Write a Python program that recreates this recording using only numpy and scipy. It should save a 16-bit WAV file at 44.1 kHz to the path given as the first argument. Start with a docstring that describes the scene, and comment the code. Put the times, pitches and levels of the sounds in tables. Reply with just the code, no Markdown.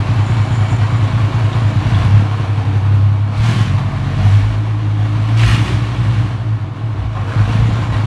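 """A workshop floor. A six-cylinder diesel idles lumpily, is blipped on the fuel lever, sags, picks up.
Each firing sends a puff down the booming exhaust and a knock through the block; valve gear rattles
in between. Under fuel the knock turns hard and bright. Stand, covers and loose parts shake and ring
under a thin hiss, and the bare room smears the clatter."""
import sys
import numpy as np
from scipy import signal
from scipy.io import wavfile
from scipy.ndimage import uniform_filter1d

SR = 44100
rng = np.random.default_rng(int(sys.argv[2]) if len(sys.argv) > 2 else 0)


def master_out(mix):
    """Clip the mix to full scale and print it as 16-bit PCM to the path in sys.argv[1]."""
    frames = np.transpose(np.atleast_2d(mix))
    ceiling = np.clip(frames, -1, 1)
    pcm = np.round(ceiling * 32767).astype(np.int16)
    wavfile.write(sys.argv[1], SR, pcm)


N = 355446
TIME = np.arange(-SR // 2, N) / SR  # half a second of run-in
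IDLE_FIRING_HZ = 28.8

# Cylinders in firing order, at unevenness 1. Each row: extra strength in dB, lateness in firing intervals.
CYLINDERS = [(-9.2, -.096), (-4.2, -.006), (.6, -.043), (-3.7, -.072), (-4.6, -.053), (-2.2, -.158)]


def amp(db):
    """Decibels to gain."""
    return 10 ** (np.asarray(db) / 20)


def unit_rms(x):
    """Scale to rms 1."""
    return x / np.sqrt(np.mean(x ** 2) + 1e-20)


def steadied(x, size=8000):
    """Scale to a running rms of 1 over size samples; fast beats remain."""
    return x / np.sqrt(abs(uniform_filter1d(x ** 2, size)) + 1e-20)


def curve(rows, at=TIME):
    """Interpolate rows of time in seconds and value."""
    return np.interp(at, *np.transpose(rows))


def swell(centre_s, half_s):
    """Gaussian rise and fall, peak 1."""
    return np.exp(-((TIME - centre_s) / half_s) ** 2)


def swells(rows):
    """Summed gain of a table of swells."""
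    return sum(amp(db) * swell(centre_s, half_s) for centre_s, half_s, db in rows)


def band(x, lo_hz, hi_hz, order=4):
    """Butterworth band-pass."""
    sos = signal.butter(order, [lo_hz, min(hi_hz, SR / 2 - 1)], "band", fs=SR, output="sos")
    return signal.sosfilt(sos, x)


def resonate(x, response, modes, size=32768):
    """Minimum-phase filter, a broad response plus modal peaks and dips: modes ring after a blow."""
    hz = abs(np.fft.fftfreq(size, 1 / SR))
    knot_hz, knot_db = np.transpose(response)
    broad_db = np.interp(np.log(hz + 1), np.log(knot_hz + 1), knot_db)
    modes_db = sum(db / (1 + (2 * (hz - centre_hz) / width_hz) ** 2) for centre_hz, width_hz, db in modes)
    log_gain = np.log(amp(broad_db + modes_db) + 1e-6)
    ring = np.fft.ifft(np.exp(np.conj(signal.hilbert(log_gain)))).real
    return signal.fftconvolve(x, ring[:size // 2])[:len(x)]


def ring_through(x, modes):
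    """Parallel resonances, each at its own level."""
    return sum(amp(db) * unit_rms(band(x, hz - width_hz / 2, hz + width_hz / 2, order=2))
               for hz, width_hz, db in modes)


def clicks(at, heights):
    """Impulses at the given times in seconds."""
    return np.bincount(np.searchsorted(TIME, at), heights, len(TIME) + 1)[:len(TIME)]


def bursts(train, decay_s):
    """Decaying noise after each click."""
    envelope = signal.lfilter([1], [1, -np.exp(-1 / (decay_s * SR))], train)
    return envelope * rng.standard_normal(len(train))


def blows(at, cylinder, ring_s, jitter_s, scatter_db, noise_gain=1.66, size=3000):
    """Each cylinder rings its own dense modes of the casting; fresh noise varies every blow."""
    force, slip = rng.standard_normal((len(at), 2)).T
    rings = rng.standard_normal((len(CYLINDERS), size)) * np.exp(-np.arange(size) / SR / ring_s)
    heights = amp(scatter_db * force)
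    trains = [clicks(at + jitter_s * slip, heights * (cylinder == k)) for k in range(len(rings))]
    ringing = sum(signal.oaconvolve(train, ring)[:len(TIME)] for train, ring in zip(trains, rings))
    return unit_rms(ringing + noise_gain * bursts(sum(trains), ring_s))


def workshop(x, wet_db, t60_s=0.37, size=30000):
    """Direct sound plus dense reflections off bare walls."""
    t = np.arange(size) / SR
    tail = rng.standard_normal(size) * amp(-60 * t / t60_s) * (t > .006)
    return x + amp(wet_db) * signal.oaconvolve(x, tail / np.linalg.norm(tail))[:len(x)]


def firing_hz(at=TIME):
    """Crank speed as firings per second."""
    # Each row: time in seconds, firing rate in Hz.
    speed = [(0, 28.71), (1.72, 28.8), (1.85, 31.61), (1.97, 30.3), (2.1, 34.45), (2.75, 33.16),
             (3.35, 34.35), (3.66, 46.19), (4.12, 46.51), (4.38, 51.99), (4.7, 54.2), (4.95, 52.59),
             (5.3, 54.72), (5.55, 62.34), (6.38, 59.73), (6.8, 38.84), (7.22, 23.0), (7.78, 30.8),
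             (8.06, 25.58)]
    return curve(speed, at)


def blip_burn(fall_s=0.28):
    """Extra burn as the fuel lever is pushed, held and springs back."""
    # Each row: start in seconds, opening time in seconds, hold in seconds, burn in dB at slope 1.
    blips = [(3.31, 0.13, 0.11, 11.5), (4.12, 0.17, 0.051, 5.5), (5.365, 0.041, 0.14, 9.5),
             (5.65, 0.039, 0.05, 2.5), (7.2, 0.11, 0.27, 3.5)]
    return sum(db * np.interp(TIME - start_s, np.cumsum([0, open_s, held_s, fall_s]), [0, 1, 1, 0])
               for start_s, open_s, held_s, db in blips)


def burn_gain(idle_db, fuel_slope, blip_slope, octave_db):
    """Idle level, raised by shares of fuel and blips, shifted per doubling of speed."""
    # Fuel from hand and governor, blips aside. Each row: time in seconds, burn over idle in dB at slope 1.
    fuel = [(0, 0.5), (1.75, 0), (2.0, 3.5), (2.3, -1.5), (2.9, -5), (3.24, -9), (3.6, -5), (4.1, -2),
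            (4.85, -7), (5.3, -0.5), (5.85, -1.5), (6.2, 0.1), (6.4, -8), (6.68, -12.5), (7.05, -9),
            (7.55, -2.5), (8.06, 0.3)]
    octaves = np.log2(firing_hz() / IDLE_FIRING_HZ)
    return amp(idle_db + fuel_slope * curve(fuel) + blip_slope * blip_burn() + octave_db * octaves)


def puff_strength(at, blip_slope=0.43):
    """Puffs follow the load and grow with each blip; a few firings catch harder."""
    # Load, blips aside. Each row: time in seconds, puff strength in dB.
    load = [(0, 13.5), (1.8, 13.5), (2.1, 14), (2.3, 3.5), (2.95, 10), (3.22, 3.5), (3.55, 6.5), (3.8, 6.5),
            (4.2, 9.5), (4.42, 1.5), (5.0, 6.5), (5.3, 4.5), (5.5, 3), (5.7, 7.5), (6.15, 8), (6.4, 2),
            (6.62, -0.5), (6.8, 1.5), (7.25, 5), (7.45, 7), (7.7, 10.5), (8.06, 10.5)]
    # Each row: centre in seconds, half length in seconds, extra strength in dB.
    surges = [(1.926, 0.045, 3), (2.085, .015, 5), (2.212, 0.036, 3.5), (2.413, 0.025, 14),
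              (2.593, 0.024, 8), (5.393, 0.013, 2), (6.069, 0.01, 6), (6.174, 0.0099, 8),
              (6.243, 0.021, 3.5), (6.836, 0.015, 6), (7.037, .02, 3), (7.209, 0.021, 9),
              (7.369, 0.029, 9.5)]
    surge_db = sum(db * swell(centre_s, half_s) for centre_s, half_s, db in surges)
    return amp(np.interp(at, TIME, curve(load) + blip_slope * blip_burn() + surge_db))


def firings(first_phase=.612):
    """Time in seconds, cylinder and puff strength of each firing; unequal cylinders make the idle lope."""
    # Each row: time in seconds, unevenness as a factor.
    lope = [(0, 0.97), (1.8, 1.0), (2.15, 0.32), (2.4, 0.88), (2.6, 0.89), (2.85, 0.29), (3.7, .4),
            (4.2, 0.26), (4.7, 0.4), (5.3, .25), (6.15, .5), (6.5, 0.18), (6.8, .4), (7.4, .6), (7.6, 0.25),
            (8.06, 0.66)]
    phase = np.cumsum(firing_hz()) / SR  # in firing intervals
    phase = phase - phase[-N] - first_phase
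    number = np.arange(int(phase[0]), int(phase[-1]) + 1)
    cylinder = number % len(CYLINDERS)
    extra_db, late = np.array(CYLINDERS)[cylinder].T
    uneven = curve(lope, np.interp(number, phase, TIME))
    at = np.interp(number + uneven * late, phase, TIME)
    return at, cylinder, puff_strength(at) * amp(uneven * extra_db)


def hiss(flutter_db=2.5):
    """A thin, rubbing sizzle in a few high modes flutters and flares at idle."""
    # Each row: centre in seconds, half length in seconds, level in dB.
    flares = [(.3, 0.045, -51), (0.555, 0.026, -53), (.73, 0.029, -46), (.6, 0.46, -51), (.97, 0.035, -60),
              (1.7, 0.38, -56), (7.8, 0.25, -56)]
    # Each row: centre in Hz, width in Hz, relative level in dB.
    sizzle_modes = [(7150, 500, 0), (7750, 920, -7), (8700, 820, -9)]
    rub, grip = rng.standard_normal((2, len(TIME)))
    flutter = amp(flutter_db * unit_rms(uniform_filter1d(grip, 500)))
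    return swells(flares) * steadied(flutter * ring_through(rub, sizzle_modes), size=20000)


def casing(drive):
    """The casing hums, the sump growls and a bracket buzzes, each in its own band."""
    # Each row, in all three: centre in seconds, half length in seconds, level in dB.
    hums = [(3.54, 0.088, -36.5), (5.45, 0.084, -37), (5.71, 0.035, -32)]
    growls = [(2.25, 0.084, -43), (2.62, 0.17, -41), (3.9, 0.24, -43.5), (4.24, 0.059, -37),
              (5.72, 0.02, -59)]
    buzzes = [(2.55, 0.4, -41), (3.55, 0.2, -46), (4.2, 0.22, -43.5), (7.28, 0.045, -38), (7.6, 0.17, -39)]
    return (swells(hums) * steadied(band(drive, lo_hz=327, hi_hz=384, order=2))
            + swells(growls) * steadied(band(drive, lo_hz=492, hi_hz=880, order=3))
            + swells(buzzes) * steadied(band(drive, lo_hz=437, hi_hz=473, order=2)))


def panel(at, cylinder, hz=299, width_hz=18):
    """Knocks keep one narrow mode of a cover panel droning."""
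    # Each row: time in seconds, level in dB.
    drone = [(0, -44), (2.3, -39.5), (2.7, -33.5), (3.3, -52), (4.3, -50), (4.65, -33.5), (6.0, -34),
             (6.7, -42), (8.06, -46)]
    knocks = blows(at, cylinder, ring_s=0.0075, jitter_s=.0001, scatter_db=5)
    return amp(curve(drone)) * steadied(band(knocks, hz - width_hz / 2, hz + width_hz / 2, order=2))


def shudder(at, strength):
    """Firings kick the block against its stand; it rocks in the speed swings."""
    # Each row: centre in seconds, half length in seconds, level in dB.
    shudders = [(2.03, 0.23, -21), (3.4, 0.035, -19), (4.2, 0.33, -29), (4.48, 0.09, -21.5),
                (5.49, 0.065, -15.5), (7.05, 0.14, -22.5), (7.58, 0.15, -18), (7.95, 0.09, -25)]
    kicks = clicks(at, strength * rng.uniform(0.081, 1, len(at)))
    return swells(shudders) * steadied(band(kicks, lo_hz=43, hi_hz=72, order=3), size=16000)


def thrum(at, scatter_db=4, max_lag_s=0.00346):
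    """The stand, shaken unevenly just after each firing, thrums in the upper bass."""
    # Each row: centre in seconds, half length in seconds, level in dB.
    thrums = [(2.17, 0.11, -24), (3.55, 0.094, -21), (3.85, 0.15, -27), (4.2, 0.15, -28), (5.6, 0.13, -28),
              (7.63, 0.1, -22)]
    kicks = clicks(at + max_lag_s * rng.random(len(at)), amp(scatter_db * rng.standard_normal(len(at))))
    return swells(thrums) * steadied(band(kicks, lo_hz=125, hi_hz=215, order=2))


def chatter(at, cylinder):
    """Small loose parts chatter at each firing as the throttle opens."""
    # Each row: centre in seconds, half length in seconds, level in dB.
    rattles = [(2.03, 0.12, -56), (3.395, 0.014, -48), (3.5, 0.069, -56), (4.29, .06, -53),
               (5.39, 0.013, -47), (5.5, 0.067, -41)]
    hits = blows(at, cylinder, ring_s=.004, jitter_s=.001, scatter_db=2)
    return swells(rattles) * steadied(band(hits, lo_hz=4000, hi_hz=10500, order=2))


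def raps(rows, decay_s, width_octaves, wet_db):
    """Single blows on metal, each a noise burst in its own band."""
    spread = 2 ** (width_octaves / 2)
    hits = sum(band(bursts(clicks([start_s], amp([db])), decay_s), hz / spread, hz * spread, order=2)
               for start_s, db, hz in rows)
    return workshop(hits, wet_db)


def clinks():
    """A loose metal part clinks."""
    # Each row: start in seconds, strike level in dB, centre in Hz.
    strikes = [(1.528, -17, 3530), (1.945, -13, 3430)]
    return raps(strikes, decay_s=.012, width_octaves=0.18, wet_db=-4)


def hard_knocks():
    """Single firings knock hard in the blips and in the pickup from the sag."""
    # Each row: start in seconds, strike level in dB, centre in Hz.
    strikes = [(3.375, -26, 3540), (3.406, -23, 3000), (3.459, -21, 2300), (3.477, -21, 2300),
               (3.681, -18, 2300), (3.697, -20, 2300), (5.374, -24, 4270), (5.385, -25, 3970),
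               (5.394, -14, 2800), (5.428, -9, 2080), (5.434, -5, 2080), (5.451, -13, 2000),
               (5.477, -12, 2600), (5.594, -13, 2100), (7.282, -12, 1200), (7.321, -11, 1510),
               (7.355, -11.5, 1400), (7.391, -11, 1400), (7.433, -18, 1110), (7.5, -20, 1300),
               (7.532, -13, 1510), (7.578, -14, 1500), (7.609, -17, 1500), (7.793, -20, 1300),
               (7.836, -24, 1300), (7.902, -17, 1300), (7.944, -23, 1200), (8.005, -20, 1300)]
    return raps(strikes, decay_s=0.0047, width_octaves=1.06, wet_db=-4.5)


def bark(at, cylinder, slap_db=-1, slap_phase=0.37):
    """At the height of a blip each firing cracks and a piston slaps after it: a dense rasp."""
    # Each row: centre in seconds, half length in seconds, level in dB.
    barks = [(3.56, 0.055, -50), (4.24, .04, -36), (5.51, 0.081, -24), (5.68, 0.02, -31)]
    # Each row: centre in Hz, width in Hz, relative level in dB.
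    bark_modes = [(1290, 190, 0.5), (1843, 200, 6), (2440, 88, -1), (2850, 210, 3)]
    crack = blows(at, cylinder, ring_s=0.013, jitter_s=.0001, scatter_db=7.0)
    slap_at = at[:-1] + slap_phase * np.diff(at)
    slap = blows(slap_at, cylinder[:-1], ring_s=0.0062, jitter_s=0.00029, scatter_db=3.5)
    rasp = workshop(crack + amp(slap_db) * slap, wet_db=2, t60_s=1.0)
    broad = unit_rms(band(rasp, lo_hz=900, hi_hz=3600, order=2))
    return swells(barks) * steadied(ring_through(rasp, bark_modes) + broad, size=3000)


def block_drive(at, cylinder, valve_db=-2, gears_db=-2, valve_phase=.42):
    """Combustion knocks, valves seating and loose rattle, each with its own reflections, plus gear rush."""
    knocks = blows(at, cylinder, ring_s=0.01, jitter_s=.0003, scatter_db=3.5)
    valve_at = at[:-1] + valve_phase * np.diff(at)
    valves = blows(valve_at, cylinder[:-1], ring_s=.004, jitter_s=.0002, scatter_db=2)
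    loose_hits = clicks(at + rng.uniform(0, .012, len(at)), rng.uniform(0.34, 1, len(at)))
    rattle = unit_rms(bursts(loose_hits, decay_s=0.02))
    impacts = sum(workshop(part, wet_db=6.0, t60_s=0.45) for part in (knocks, amp(valve_db) * valves, rattle))
    return impacts + amp(gears_db) * rng.standard_normal(len(TIME))


def thud(ringing, level_db=-34.5, full_octaves_per_s=0.48):
    """The block thuds while the crank gathers speed."""
    octaves_per_s = uniform_filter1d(np.gradient(np.log2(firing_hz())) * SR, 16000)
    pull = np.clip(octaves_per_s / full_octaves_per_s, 0, 1)
    return amp(level_db) * pull * steadied(band(ringing, lo_hz=135, hi_hz=370))


def block(drive):
    """Blows sound through the castings; a harder burn lifts the higher bands most."""
    # Radiation of the block. Each row: frequency in Hz, gain in dB.
    radiation = [(130, -10), (200, 6.5), (290, 10), (355, -6), (440, -1), (650, 2.5), (1100, 4), (1700, -8),
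                 (2800, -9), (4200, -15.5), (5000, -20), (6200, -21.5), (9500, -29), (11500, -35.5)]
    # Modes of castings and covers. Each row: centre in Hz, width in Hz, gain in dB.
    casting_modes = [(296, 4.9, -0.5), (361.4, 38, 14.5), (1130, 550, -2), (1916, 120, 2), (2023, 16, -10),
                     (2270, 74, 4.5), (3100, 23, 0)]
    ringing = resonate(drive, radiation, casting_modes)
    rumble_gain = burn_gain(idle_db=-27.0, fuel_slope=0.51, blip_slope=0.36, octave_db=-2.5)
    knock_gain = burn_gain(idle_db=-34.5, fuel_slope=0.84, blip_slope=0.94, octave_db=-0.5)
    edge_gain = burn_gain(idle_db=-49.0, fuel_slope=0.92, blip_slope=1.28, octave_db=0.0)
    return (rumble_gain * steadied(band(ringing, 114, 1570)) + thud(ringing)
            + knock_gain * steadied(band(ringing, 1590, 4580))
            + edge_gain * steadied(band(ringing, 5020, 13000)))


def exhaust(at, strength, gain_db=33.8, scatter_db=1.8, jitter_s=.0004, gas_db=-43):
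    """Puffs drag turbulent gas through the pipe; off idle speed the burn is ragged and they sputter."""
    # Response of pipe and room. Each row: frequency in Hz, gain in dB.
    pipe = [(20.0, -55.3), (34.0, -27.8), (55.0, -13.5), (80.0, -12.6), (105.0, -1.7), (140.0, -9.5),
            (180.0, -17.6), (240.0, -32.3), (320.0, -27.3), (420.0, -42.3), (700, -55), (1500, -90)]
    # Their standing waves and nulls. Each row: centre in Hz, width in Hz, gain in dB.
    boom = [(83.6, 6.9, -17.7), (100.1, 7.9, 11.7), (111.8, 4.8, 13.8), (124.2, 3.1, -5.1), (138.3, 5, 6.5),
            (170, 9.9, -5), (178.3, 5.8, 3), (205.2, 8.2, 8), (260.4, 9.9, 6.5), (299.2, 10.8, 7)]
    ragged = np.minimum(abs(firing_hz(at) / IDLE_FIRING_HZ - 1) * 2, 1)
    force, slip = ragged * rng.standard_normal((len(at), 2)).T
    puffs = clicks(at + jitter_s * slip, strength * amp(scatter_db * force))
    gas = amp(gas_db) * bursts(puffs, decay_s=.012)
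    return amp(gain_db) * resonate(puffs + gas, pipe, boom)


def scene():
    """Exhaust boom and engine clatter on one crank, plus single knocks, clinks and hiss."""
    at, cylinder, strength = firings()
    drive = block_drive(at, cylinder)
    low = exhaust(at, strength) + shudder(at, strength) + thrum(at) + panel(at, cylinder)
    clatter = hard_knocks() + clinks() + block(drive) + bark(at, cylinder) + chatter(at, cylinder)
    return (low + clatter + casing(drive) + hiss())[None, -N:]


def record(dry, cutoff_hz=12100):
    """Round off the loudest peaks, fade the ends, low-pass."""
    limited = dry / (1 + dry ** 12) ** (1 / 12)
    faded = limited * signal.windows.tukey(N, .001)
    taps = signal.firwin(511, cutoff_hz, window=("kaiser", 9), fs=SR)
    return signal.oaconvolve(faded, taps[None], "same")


dry = scene()
out = record(dry)
master_out(out)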